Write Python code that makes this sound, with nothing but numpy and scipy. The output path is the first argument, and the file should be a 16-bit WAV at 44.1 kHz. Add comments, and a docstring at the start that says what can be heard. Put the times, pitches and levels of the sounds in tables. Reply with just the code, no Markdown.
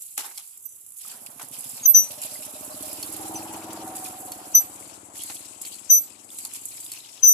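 """Hand pump in a yard with a passing motorbike

The pivot of a cast-iron hand pump squeals by stick-slip, as a gliding note and its octave, and its handle knocks.
Water, made of shaped noise and drop impacts, hisses on stone, splashes off hands, ticks, slaps and plinks.
A single-cylinder motorbike putters past: pops excite exhaust resonances and ringing panels; chain and tyres whirr.
Two microphone ports hear it over quiet air; the water's treble peaks lower at the left one than at the right."""
import sys
import numpy as np
from scipy import signal
from scipy.fft import rfft, irfft, next_fast_len
from scipy.io import wavfile
from scipy.ndimage import uniform_filter1d

SR = 44100
rng = np.random.default_rng(int(sys.argv[2]) if len(sys.argv) > 2 else 0)


def bounce(signal):
    """Save signal as a 16-bit WAV file at the path given by the first command-line argument."""
    frames = np.transpose(np.atleast_2d(signal))
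    limited = np.clip(frames, -1, 1)
    pcm = np.round(limited * 32767).astype(np.int16)
    wavfile.write(sys.argv[1], SR, pcm)


N = 323253
T = np.arange(N) / SR

# Coherence of diffuse sound at the two ports: (f/Hz, correlation)
COHERENCE = [(60, 1), (300, 0.99), (700, 0.87), (1300, 0.18), (2400, 0.059)]
# Spectrum of the quiet yard: (f/Hz, relative level/dB)
AIR_SPECTRUM = [(15, -59), (25, -15), (59, 8.5), (168, -11), (300, -2.5), (600, -9.5), (1320, -5.5),
                (1550, -12), (3000, -7), (3900, -8), (6600, -120)]
AIR_DB = -70

# Steady stream from the spout: (t/s, flow level/dB, lower spray re flow/dB, left-right/dB)
STREAM = [(0, -42, -30, -2.5), (.4, -41.5, -13.5, -4), (.66, -44.5, -26, -3.5), (.94, -45, -21.5, -5),
          (1.3, -45, -15, -7), (1.48, -43.5, -16, -9), (1.9, -41, -10.5, -3.5), (2.4, -38.5, -13, -4),
          (3.05, -34.5, -10, -4.5), (3.76, -41.5, -6.5, 1), (4.3, -39.5, -13.5, -2), (4.83, -40, -11, 6.5),
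          (5.1, -52, -14, 19), (5.5, -45, -13.5, 15), (6.05, -47, -9, 13.5), (6.3, -49.5, -13.5, 13),
          (6.9, -39, -7.5, 1.5), (7.2, -46.5, -8, 8.5), (7.33, -46, -15, 1)]
# Spectrum of the fine spray: (f/Hz, relative level/dB)
FINE_SPECTRUM = [(3000, -45), (5000, -22), (6800, -2), (7800, 3), (9200, 1), (10700, 3), (12500, -7),
                 (14400, -7.5)]
# Spectrum of the lower spray: (f/Hz, relative level/dB)
LOWER_SPECTRUM = [(300, -37), (900, 0), (1600, -11), (2500, 4), (3500, 3.5), (5200, 8), (7500, -0.5),
                  (10000, -44)]
# Directivity of the two ports for water: (f/Hz, left-right/dB)
PORT_DIFFERENCE = [(1500, 6.5), (2800, 6), (5500, 1), (7600, 11.5), (8600, 2.5), (10500, -8),
                   (13000, -18.5), (14500, -9.5)]
# Water pouring off the hands: (start t/s, hold/s, level/dB, lower spray re fine/dB)
POURS = [(0.001, 0.022, -42, -10.5), (0.165, 0.024, -42.5, 3), (0.996, 0.13, -45.5, -4),
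         (1.362, 0.027, -60, 3), (1.514, 0.26, -40.5, -7.5), (2.173, 0.066, -50.5, 0),
         (3.936, 0.094, -47.5, -36), (5.14, 0.21, -38.5, -9.5), (5.605, 0.099, -51.5, -3),
         (6.312, 0.15, -43, -9), (6.516, 0.02, -42, -13), (6.63, 0.12, -43.5, -44)]
POUR_RISE_S, POUR_RELEASE_DB_PER_S = 0.017, 166
HANDS_DB = -2  # left-right dB of all that the hands throw, ahead of the port difference
# Single large drops on stone: (t/s, relative level/dB)
TICKS = [(0.0214, -28), (0.1775, -19), (0.5746, -30), (0.864, -32), (0.905, -32), (0.921, -31),
         (0.9862, -32), (1.2625, -29), (1.486, -32), (1.6071, -28), (1.642, -29), (1.9942, -30),
         (2.1129, -28), (2.2169, -19), (2.4224, -29), (3.0275, -19), (3.731, -30), (3.8779, -27),
         (4.0427, -21), (4.1905, -30), (4.3191, -20), (5.2355, -24), (5.6156, -25), (6.3031, -30),
         (6.3879, -28), (6.4281, -32), (6.4502, -19), (6.5365, -24), (6.6368, -31), (6.6548, -16),
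         (6.9177, -21)]
# Splashes off the hands: (t/s, relative level/dB, lower spray re fine/dB, t60/s)
SPLASHES = [(0.177, -11.5, -9, 0.072), (0.375, -25, -2, 0.13), (0.962, -29, -20.5, 0.48),
            (1.055, -27.5, -16, .2), (1.113, -39, 3, 0.071), (1.2615, -35.5, 5.5, 0.057),
            (1.415, -25.5, -7.5, 0.12), (2.033, -32.5, -3, 0.24), (2.105, -28, 0, 0.14),
            (2.2205, -23, -6.5, 0.29), (2.303, -32, -2, 0.41), (2.421, -42, 5.5, 0.3),
            (3.029, -50, 9, 0.082), (3.9497, -24.5, -15.5, 0.42), (4.045, -31, -0.5, 0.25),
            (4.317, -37, 1.5, 0.15), (5.134, -35, -7, 0.032), (5.191, -38, 4, 0.17),
            (5.2355, -22, -21, 0.041), (5.453, -31, -7, 0.064), (5.616, -28, -37, 0.068),
            (5.65, -24.5, -10.5, 0.16), (5.718, -27, -7, 0.13), (6.3135, -31, -33, 0.2),
            (6.3853, -25, -4.5, 0.11), (6.4505, -37, 10, 0.037), (6.546, -29, -1, 0.11),
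            (6.862, -32, -7, 0.092), (6.918, -28.5, 0, 0.16)]
# Handfuls of water hitting the ground: (t/s, relative level/dB, t60/s)
SLAPS = [(0.178, -27.5, 0.21), (0.204, -37.5, 0.18), (0.243, -37.5, 0.39), (0.381, -46, 0.12),
         (1.046, -49.5, 0.72), (1.115, -43, 0.22), (1.396, -32.5, 0.16), (1.411, -39, 0.089),
         (5.298, -31, 0.099)]
# Drops that trap a bubble: (t/s, level/dB, f/Hz, t60/s)
PLINKS = [(0.3789, -40, 3320, 0.037), (1.05, -38.5, 1245, 0.025), (1.543, -38.5, 3100, 0.019),
          (1.7995, -33, 3680, .012), (2.356, -40, 2040, 0.043), (2.9884, -52, 3520, .012),
          (3.3524, -36, 2560, .015), (3.4237, -34.5, 2570, 0.014), (3.621, -35, 2330, 0.012),
          (4.057, -35, 2480, 0.034), (4.826, -39, 2200, 0.014), (5.1935, -31, 3030, 0.012),
          (5.2077, -29, 3230, 0.02), (5.2984, -37, 2820, 0.015), (5.367, -32, 3300, 0.013),
          (5.7844, -39, 3190, 0.0097), (6.304, -32, 3500, 0.0096), (6.721, -47, 2460, 0.029),
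          (6.8627, -32, 3600, 0.0078), (7.0042, -28, 3950, 0.0066), (7.0486, -31.5, 3100, 0.0089),
          (7.1766, -32, 3830, 0.007), (7.195, -40, 3300, 0.013)]
CHIRPS_PER_S, CHIRPS_DB = 500, -9  # small bubbles; level against the lower spray's noise

# Squeals of the pivot: (full voice t/s, first f/Hz, last f/Hz,
#   note level/dB, note left-right/dB, note hold/s, note release/(dB/s),
#   left port's phase lead first/rad, last/rad,
#   octave level/dB, octave left-right first/dB, last/dB, octave peak after full voice/s, octave hold/s)
SQUEALS = [(0.656, 6052, 6052, -54, 6, .08, 500, .4, .4, -36, -19, -12, .002, .006),
           (1.836, 6590, 6570, -30, 0, .005, 1000, .4, .4, -60, -12, -12, .002, .004),
           (1.859, 6075, 5985, -10, 5, .003, 1700, .4, .4, -11, -20, -7, .04, .054),
           (1.948, 6005, 5955, -8.5, 5, .036, 340, .8, 2.0, -21, -18, -24, .02, .056),
           (3.358, 6048, 6040, -33, 0, .01, 900, .4, .4, -51, -16, -16, .002, .015),
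           (4.551, 5985, 6008, -12, 8, .036, 1000, .7, -.1, -18, -20, -8, .004, .065),
           (5.903, 6020, 5985, -14, 11, .08, 1000, .8, .4, -13, -14, -6, .026, .096),
           (7.235, 6064, 6000, -12, 10, .11, 1000, -.3, 3.0, -11, -1, -9, .047, .11)]
OCTAVE_LEAD = -2.18  # radians by which the left port leads the octave
QUIET_DB, RISE_S, SAG_DB_PER_S = -92, 0.0259, 94  # the note grows out of silence, then sags while it holds
SWELL_DB_PER_S, FADE_DB_PER_S, LET_GO_DB_PER_S = 332, 173, 900  # the octave swells to its peak, fades, lets go
RING_DB, OCTAVE_RING_DB, RING_DB_PER_S = -27, -13.5, 325  # the iron rings on faintly once a squeal lets go
OVERSHOOT_HZ, SETTLE_S = 30, .01  # a squeal starts sharp and settles

# Engine speed: (t/s, firing rate f/Hz)
FIRING = [(1.05, 14.18), (1.8, 13.04), (2.2, 14.25), (2.5, 13.46), (2.8, 15.85), (3.1, 19.4), (3.4, 20.21),
          (3.9, 19.98), (4.3, 18.77), (4.6, 17.3), (5.0, 18.27), (5.5, 19.31), (6.0, 20.63), (6.4, 21.59),
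          (6.9, 22.87), (7.33, 24.22)]
FIRST_TURN = -.34  # part of a cycle before the first firing
# Exhaust resonances: (t/s, boom f/Hz, boom swell/dB, bark f/Hz, narrow core level/dB, wide skirt level/dB)
EXHAUST = [(1.05, 119, -8, 219, 4, -8), (1.45, 141, 1, 264, 4, 2), (1.8, 124, 2.5, 244, 9, -12),
           (2.3, 107, 1, 260, 0.5, -2.5), (2.7, 84, 2.5, 269, -8, 5.5), (3.1, 93, 2.5, 315, 5.5, -5),
           (4, 103, -2, 321, -1.5, -9), (4.6, 91, 4.5, 301, -3, -1.5), (5.3, 90, 6, 285, -34, 4),
           (5.9, 96, -2, 267, -18, 2.5), (6.4, 105, 0, 268, -12, 5.5), (6.8, 117, 5, 296, -33, 3),
           (7.33, 122, -6, 290, -14, 1)]
# Steady exhaust modes: (f/Hz, width/Hz, level/dB)
PIPE_MODES = [(200, 20, -2), (250, 35, -2), (390, 80, -14)]
# Ringing panels: (first f/Hz, last f/Hz, width/Hz, lag after the pop first/s, last/s,
#   start t/s, end t/s, level at the nearest point while ringing/dB, level there otherwise/dB)
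PANELS = [(600, 615, 18, -.012, .028, 1.93, 2.94, -43, -56),
          (754, 732, 13, .025, .025, 3.8, 4.72, -42, -54), (760, 740, 20, .025, .025, 3.2, 3.8, -54, -70),
          (790, 860, 60, .01, .01, 3.17, 3.6, -46, -66), (922, 922, 22, .01, .01, 3.3, 3.98, -52, -70),
          (900, 900, 90, 0, 0, 6.45, 6.9, -39, -70)]
PANEL_EDGE_S, PANEL_FADE_S, RATTLE = .06, .1, .3  # rattle: weight of noise beside the pops in the drive
PANEL_TURN_DB_PER_S = 6  # panels face away once the bike has passed
PASS_S, NEAREST_M, SPEED_M_PER_S = 3.648, 5.52, 11  # the motorbike's straight path
# layers: (relative dB when nearest, share of the distance loss, drift dB/s)
BOOM, BARK, WHIRR = (-54, 0.97, -1.35), (-42.5, 1.38, -0.32), (-43, 1, -0.37)
PORT_GAP_S, ABREAST_S = .00033, 3.75  # sound's time between the ports; when the bike is equally far from both
NEAR_ECHO, FAR_ECHO, HUM, ROAR = 0.55, 1, 0.12, 0.08  # weights in the drive of the exhaust

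# The handle meets its stop: (t/s, relative level/dB)
KNOCKS = [(3.03, -29.5), (4.321, -35.5), (5.65, -35.5), (6.919, -33.5)]
# Modes of the handle: (f/Hz, level/dB, t60/s)
HANDLE_MODES = [(3300, -15.5, 0.036), (4440, 0, 0.049), (5200, -4, 0.034), (6400, -7.5, 0.043)]
EDGE_HZ = 14450  # upper band limit


def gain_of(db):
    """Level: an amplitude ratio is ten to the power of dB/20."""
    return 10 ** (np.asarray(db) / 20)


def evened(x):
    """Normalisation: division by the root mean square gives rms 1."""
    return x / np.sqrt(np.mean(x ** 2) + 1e-20)


def read(points, hz):
    """Interpolation: a spectrum is read linearly on a log-frequency axis."""
    f, value = np.transpose(points)
    return np.interp(np.log(hz + 1), np.log(f + 1), value)


def curves(rows, t=T):
    """Interpolation: a table's columns become straight lines in time."""
    s, *columns = np.transpose(rows)
    return [np.interp(t, s, c) for c in columns]


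def after(s, length):
    """Elapsed time: the samples from s on, and their ages in seconds."""
    span = slice(round(s * SR), min(round((s + length) * SR), N))
    return span, T[span] - T[span][0]


def sides(db):
    """Interaural-style level difference: half the dB goes to the left gain, minus half to the right."""
    return gain_of(np.array([db / 2, -db / 2]))


def colour(x, points):
    """Linear filtering: the spectrum is multiplied by a gain given in dB."""
    size = next_fast_len(N)
    gain = gain_of(read(points, np.fft.rfftfreq(size, 1 / SR)))
    return irfft(rfft(x, size) * gain, size)[..., :N]


def resonate(x, hz, width):
    """Resonance by heterodyne: hz is shifted down to zero, smoothed and shifted back, with gain 1."""
    turn = np.exp(2j * np.pi * np.cumsum(hz * np.ones(N)) / SR)
    r = np.exp(-np.pi * width / SR)
    return 2 * (turn * signal.lfilter([1 - r], [1, -r], x / turn)).real


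def hiss(points, same, patchy_db, flicker_db):
    """Partial coherence: two-port noise of rms 1, with drifting patches and a flicker over all frequencies."""
    frames, hz = N // 128 + 5, np.fft.rfftfreq(512, 1 / SR)
    a, b, c, d, patches = rng.standard_normal((frames, 257, 5)).T
    patches = uniform_filter1d(patches, size=8, axis=0)
    patches = evened(uniform_filter1d(patches, size=14, axis=1))
    flicker = evened(uniform_filter1d(rng.standard_normal(frames), size=3))
    same = np.clip(read(same, hz), -1, 1)[:, None]
    left = a + 1j * b
    right = same * left + np.sqrt(1 - same ** 2) * (c + 1j * d)
    level_db = read(points, hz)[:, None] + patchy_db * patches + flicker_db * flicker
    z = np.array([left, right]) * gain_of(level_db)
    return evened(signal.istft(z, nperseg=512, noverlap=384)[1][:, :N])


def droplets(per_s, spread_db, t60):
    """Shot process: the envelope of random drops, sudden, of uneven size, each decaying exponentially."""
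    size = gain_of(spread_db * np.minimum(rng.exponential(1, N), 4)) * (rng.random(N) < per_s / SR)
    decay = gain_of(-60 / (t60 * SR))
    return evened(uniform_filter1d(signal.lfilter([1], [1, -decay], size), size=60))


def still_air():
    """Diffuse field: faint noise whose ports agree in the bass and differ in the treble."""
    return gain_of(AIR_DB) * hiss(AIR_SPECTRUM, COHERENCE, patchy_db=2.0, flicker_db=.8)


def water():
    """Superposition of impacts: noise follows the flow and the splashes; drops tick, plink and slap."""
    apart = [(100, 0.011), (15000, 0)]  # spray is nearly unrelated at the two ports
    hands = sides(HANDS_DB)[:, None]
    flow_db, full_db, pan_db = curves(STREAM)
    pour_fine, pour_lower = pours()
    tick_fine, clicks = ticks()
    splash_fine, splash_lower = splashes()

    fine = gain_of(flow_db) * sides(pan_db) + pour_fine * hands
    fine *= 0.5 + 0.19 * droplets(per_s=60, spread_db=4.5, t60=0.055)
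    fine += (splash_fine + tick_fine) * hands
    lower = gain_of(flow_db + full_db) * sides(pan_db) + pour_lower * hands
    lower *= 0.46 + 0.32 * droplets(per_s=82, spread_db=4.0, t60=0.09)
    lower += splash_lower * hands

    spray = fine * hiss(FINE_SPECTRUM, apart, patchy_db=1.2, flicker_db=1.6)
    lower_noise = hiss(LOWER_SPECTRUM, apart, patchy_db=3.0, flicker_db=1.2)
    spray += lower * (lower_noise + gain_of(CHIRPS_DB) * chirps())
    spray += (clicks + plinks()) * hands
    ports = [colour(port, [(f, sign * db / 2) for f, db in PORT_DIFFERENCE])
             for port, sign in zip(spray, (1, -1))]
    return np.array(ports) + slaps()


def chirps():
    """Bubble resonance: small bubbles of many sizes, a few decaying cycles each, rising in pitch."""
    size = gain_of(2.37 * np.minimum(rng.exponential(1, N), 4)) * (rng.random(N) < CHIRPS_PER_S / SR)
    kind, out = rng.integers(0, 24, N), np.zeros((2, N))
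    for k, hz in enumerate(np.geomspace(2300, 6000, 24)):
        turns = hz * np.arange(400) / SR
        bubble = np.sin(2 * np.pi * turns * (1 + 0.0037 * turns))
        bubble *= np.exp(-turns / 2.4) * np.minimum(turns, 1)
        out[k % 2] += signal.oaconvolve(size * (kind == k), bubble)[:N]
    return evened(out + 0.069 * out[::-1])


def pours():
    """Sustained flow: envelopes of fine and lower spray rise, hold and decay exponentially."""
    fine, lower = np.zeros((2, N))
    for s, hold, db, lower_db in POURS:
        span, age = after(s, .6)
        release_db = POUR_RELEASE_DB_PER_S * np.maximum(age - POUR_RISE_S - hold, 0)
        shape = gain_of(db - release_db) * np.minimum(age / POUR_RISE_S, 1)
        fine[span] += shape
        lower[span] += shape * gain_of(lower_db)
    return fine, lower


def ticks():
    """Impact: a large drop gives a high-passed impulse and a short burst of fine spray."""
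    fine, clicks = np.zeros((2, N))
    for s, db in TICKS:
        span, age = after(s, .03)
        fine[span] += gain_of(db - 7 - 60 * age / .018)
        clicks[span.start + 10] += gain_of(db - 17.0)
    return fine, signal.sosfilt(signal.butter(4, 2600, "high", fs=SR, output="sos"), clicks)


def splashes():
    """Clustered impacts: a splash lands as many drops under one exponential decay."""
    fine, lower = np.zeros((2, N))
    spatter = .5 + .5 * droplets(per_s=600, spread_db=3.8, t60=.005)
    for s, db, lower_db, t60 in SPLASHES:
        span, age = after(s, .25)
        shape = gain_of(db - 13.0 - 60 * age / t60) * np.minimum(age / 0.0018, 1) * spatter[span]
        fine[span] += shape
        lower[span] += shape * gain_of(lower_db)
    return fine, lower


def slaps():
    """Broad impact: a mass of water on the ground gives a sudden, decaying burst of low noise."""
    envelope = np.zeros(N)
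    for s, db, t60 in SLAPS:
        span, age = after(s, .5)
        envelope[span] += gain_of(db - 3.0 - 60 * age / t60) * np.minimum(age / .0007, 1)
    thud = [(150, -41), (350, -6.0), (600, -12.5), (800, 1.0), (1000, -4.5), (1300, -4.5),
            (2400, -8.0), (4000, -11.5)]  # (f/Hz, relative level/dB)
    return envelope * hiss(thud, [(300, .8), (2000, .3)], patchy_db=2.5, flicker_db=2.5)


def plinks():
    """Bubble resonance: trapped air rings as a decaying sine that builds up over three cycles."""
    out = np.zeros(N)
    for s, db, hz, t60 in PLINKS:
        span, age = after(s, .05)
        envelope = gain_of(db - 60 * age / t60) * np.minimum(hz * age / 3, 1)
        out[span] += envelope * np.sin(2 * np.pi * hz * age)
    return out


def squeals():
    """Stick-slip friction at a mode of the iron: a note and its octave, aimed at different ports."""
    out = np.zeros((2, N))
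    lowpass = signal.butter(4, 90, fs=SR, output="sos")
    left_only = np.array([[1], [0]])
    for (s, hz0, hz1, db, pan_db, hold, release, lead0, lead1,
         top_db, pan0_db, pan1_db, peak, top_hold) in SQUEALS:
        span, age = after(s - RISE_S, .25)
        age = age - RISE_S  # zero at full voice
        gone = np.clip(age / max(hold, top_hold), 0, 1)
        hz = hz0 + (hz1 - hz0) * gone ** .7
        hz += OVERSHOOT_HZ * np.exp(-np.maximum(age + .005, 0) / SETTLE_S)

        rise = (db - QUIET_DB) / RISE_S * np.minimum(age, 0)
        past, top_past = np.maximum(age - hold, 0), np.maximum(age - top_hold, 0)
        note_db = db + rise - SAG_DB_PER_S * np.clip(age, 0, hold) - release * past
        note_db = np.maximum(note_db, db + rise + RING_DB - RING_DB_PER_S * past)
        octave_db = top_db + 2 * rise - SWELL_DB_PER_S * np.maximum(peak - age, 0)
        octave_db -= FADE_DB_PER_S * np.clip(age - peak, 0, top_hold - peak)
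        octave_db -= LET_GO_DB_PER_S * top_past
        octave_db = np.maximum(octave_db, top_db + 2 * rise + OCTAVE_RING_DB - RING_DB_PER_S * top_past)
        note_db, octave_db = uniform_filter1d(np.array([note_db, octave_db]), size=90, axis=1)

        waver = evened(signal.sosfilt(lowpass, rng.standard_normal((2, len(hz)))))
        phase = 2 * np.pi * np.cumsum(hz) / SR
        lead = left_only * (lead0 + (lead1 - lead0) * gone)
        note = gain_of(note_db + .5 * waver[::-1]) * np.sin(phase + lead + .1 * waver)
        # a mode near 12 kHz holds the octave down
        high = 4 * np.pi * np.cumsum(np.minimum(hz, 6055)) / SR
        octave = np.sin(high + left_only * OCTAVE_LEAD + .3 * waver)
        octave *= gain_of(octave_db + 1.2 * waver[::-1])

        both = note * sides(pan_db)[:, None] + octave * sides(pan0_db + (pan1_db - pan0_db) * gone)
        out[:, span] += np.sqrt(2) * both * np.minimum(np.arange(len(hz)) / 100, 1)
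    return out


def yard(x):
    """Reflection: walls throw back sparse echoes of either sign that decay exponentially."""
    t = np.arange(SR // 2) / SR
    taps = rng.choice([-1., 1.], (2, len(t))) * (rng.random((2, len(t))) < .05)
    taps *= (t > .012) * gain_of(-60 * t / .25)
    return signal.fftconvolve(x, taps / np.linalg.norm(taps[0]), axes=1)[:, :N]


def motorbike():
    """Moving source: exhaust, panels and whirr follow the distance law and an arrival lag at the ports."""
    turns = FIRST_TURN + np.cumsum(curves(FIRING)[0] * (T > FIRING[0][0])) / SR
    pops = np.r_[0, np.diff(np.floor(turns))] * gain_of(rng.standard_normal(N))  # one a firing
    noise = hiss([(20, 0), (20000, 0)], COHERENCE, patchy_db=1.5, flicker_db=1.2)
    loss_db = -20 * np.log10(np.hypot(1, SPEED_M_PER_S * (T - PASS_S) / NEAREST_M))
    boom_db, bark_db, whirr_db = (db + share * loss_db + drift * (T - PASS_S)
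                                  for db, share, drift in (BOOM, BARK, WHIRR))
    sound = exhaust(exhaust_drive(turns, pops, noise), boom_db, bark_db)
    sound += panels(turns % 1, pops, noise, loss_db)
    sound += gain_of(whirr_db) * whirr(noise)
    along_m = SPEED_M_PER_S * (T - ABREAST_S)
    lag = PORT_GAP_S * along_m / np.hypot(along_m, NEAREST_M)  # the nearer port hears it first
    sound[0] = np.interp(T - lag, T, sound[0])
    return sound * np.clip((T - 1.0) / .16, 0, 1) * sides(.5)[:, None]


def exhaust_drive(turns, pops, noise):
    """Periodic excitation: pops, their echoes, hums at single orders and a little gas roar."""
    echoes = yard(pops[None])  # they fill the gaps between pops
    echoes = evened(echoes[:1] + .8 * echoes)
    far = np.interp(T, [5, 6.6], [NEAR_ECHO, FAR_ECHO])  # echoes and hums gain as the bike rides off
    return evened(pops) + .5 * far * echoes + HUM * far ** 2 * hums(turns) + ROAR * noise


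def hums(turns):
    """Harmonic series: multiples 3 to 24 of the firing rate, each swelling and sinking slowly by itself."""
    count = 22
    knots = rng.standard_normal((9, count))  # dB
    start = rng.random(count)
    out = np.zeros(N)
    for k in range(count):
        swell_db = np.interp(T, np.linspace(0, T[-1], len(knots)), knots[:, k])
        out += gain_of(swell_db) * np.cos(2 * np.pi * ((k + 3) * turns + start[k]))
    return evened(out)


def exhaust(drive, boom_db, bark_db):
    """Forced resonance: the drive rings the exhaust in two ranges, a low boom and a higher bark."""
    boom_hz, swell_db, bark_hz, core_db, skirt_db = curves(EXHAUST)
    boom = resonate(drive, boom_hz, 36.5) + 1.33 * resonate(drive, 140, 25)
    boom = resonate(boom, .5 * boom_hz + 55, 132)
    boom = signal.sosfilt(signal.butter(2, 68, "high", fs=SR, output="sos"), boom)

    # alternate signs between neighbouring modes
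    pipe = sum((-1) ** k * gain_of(db) * resonate(drive, f, w) for k, (f, w, db) in enumerate(PIPE_MODES))
    body = gain_of(core_db) * resonate(drive, bark_hz, 23.0)
    body += gain_of(skirt_db) * resonate(drive, bark_hz, 105)
    bark = resonate(body + pipe + .12 * resonate(drive, 435, 450), .5 * bark_hz + 125, 200)
    bark = signal.sosfilt(signal.butter(2, 480, fs=SR, output="sos"), bark)

    sound = gain_of(boom_db + swell_db) * evened(boom) + gain_of(bark_db) * evened(bark)
    # a gap opens between the two ranges
    return sound - np.interp(T, [2, 3.2], [.4, .85]) * resonate(sound, 154, 32)


def panels(cycle, pops, noise, loss_db):
    """Sympathetic resonance: pops and rattle shake panels, each ringing for a while at its own pitch."""
    shake = noise * (.3 + np.exp(-((cycle - .15) / .16) ** 2))  # hardest a little after the pop
    shake = RATTLE * evened(shake) + evened(pops)
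    out = np.zeros((2, N))
    for hz0, hz1, width, lag0, lag1, start, end, ring_db, idle_db in PANELS:
        ringing = np.minimum((T - start) / PANEL_EDGE_S, (end - T) / PANEL_FADE_S)
        ringing = np.clip(ringing + .5, 0, 1)
        hz = np.interp(T, [start, end], [hz0, hz1])
        db = loss_db - PANEL_TURN_DB_PER_S * np.maximum(T - PASS_S, 0)
        db += idle_db + (ring_db - idle_db) * ringing
        late = T - np.interp(T, [start, end], [lag0, lag1])
        delayed = [np.interp(late, T, port) for port in shake]
        out += gain_of(db) * evened(resonate(resonate(delayed, hz, width), hz, 70))
    return out


def whirr(noise):
    """Broad resonance: the noise of chain and tyres through two wide bands."""
    return evened(resonate(resonate(noise, 680, 600), 850, 1200))


def knocks():
    """Modal impact: the handle strikes its stop and the iron's modes decay as sines."""
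    out = np.zeros(N)
    for s, db in KNOCKS:
        span, age = after(s, .08)
        for hz, mode_db, t60 in HANDLE_MODES:
            out[span] += gain_of(db + mode_db - 60 * age / t60) * np.sin(2 * np.pi * hz * age)
    return out * sides(3.0)[:, None]


def scene():
    """Superposition: air, water, pump with its faint echoes, and motorbike add linearly."""
    pump = squeals() + knocks()
    return still_air() + water() + pump + gain_of(-30) * yard(pump) + motorbike()


def record(dry):
    """Band limitation: the microphones lose the deepest bass, and the treble ends at EDGE_HZ."""
    thin = signal.sosfilt(signal.butter(3, 62, "high", fs=SR, output="sos"), dry)
    lowpass = signal.firwin(301, EDGE_HZ, window=("kaiser", 9), fs=SR)
    return signal.oaconvolve(thin, lowpass[None], "same")


dry = scene()
out = record(dry)
bounce(out)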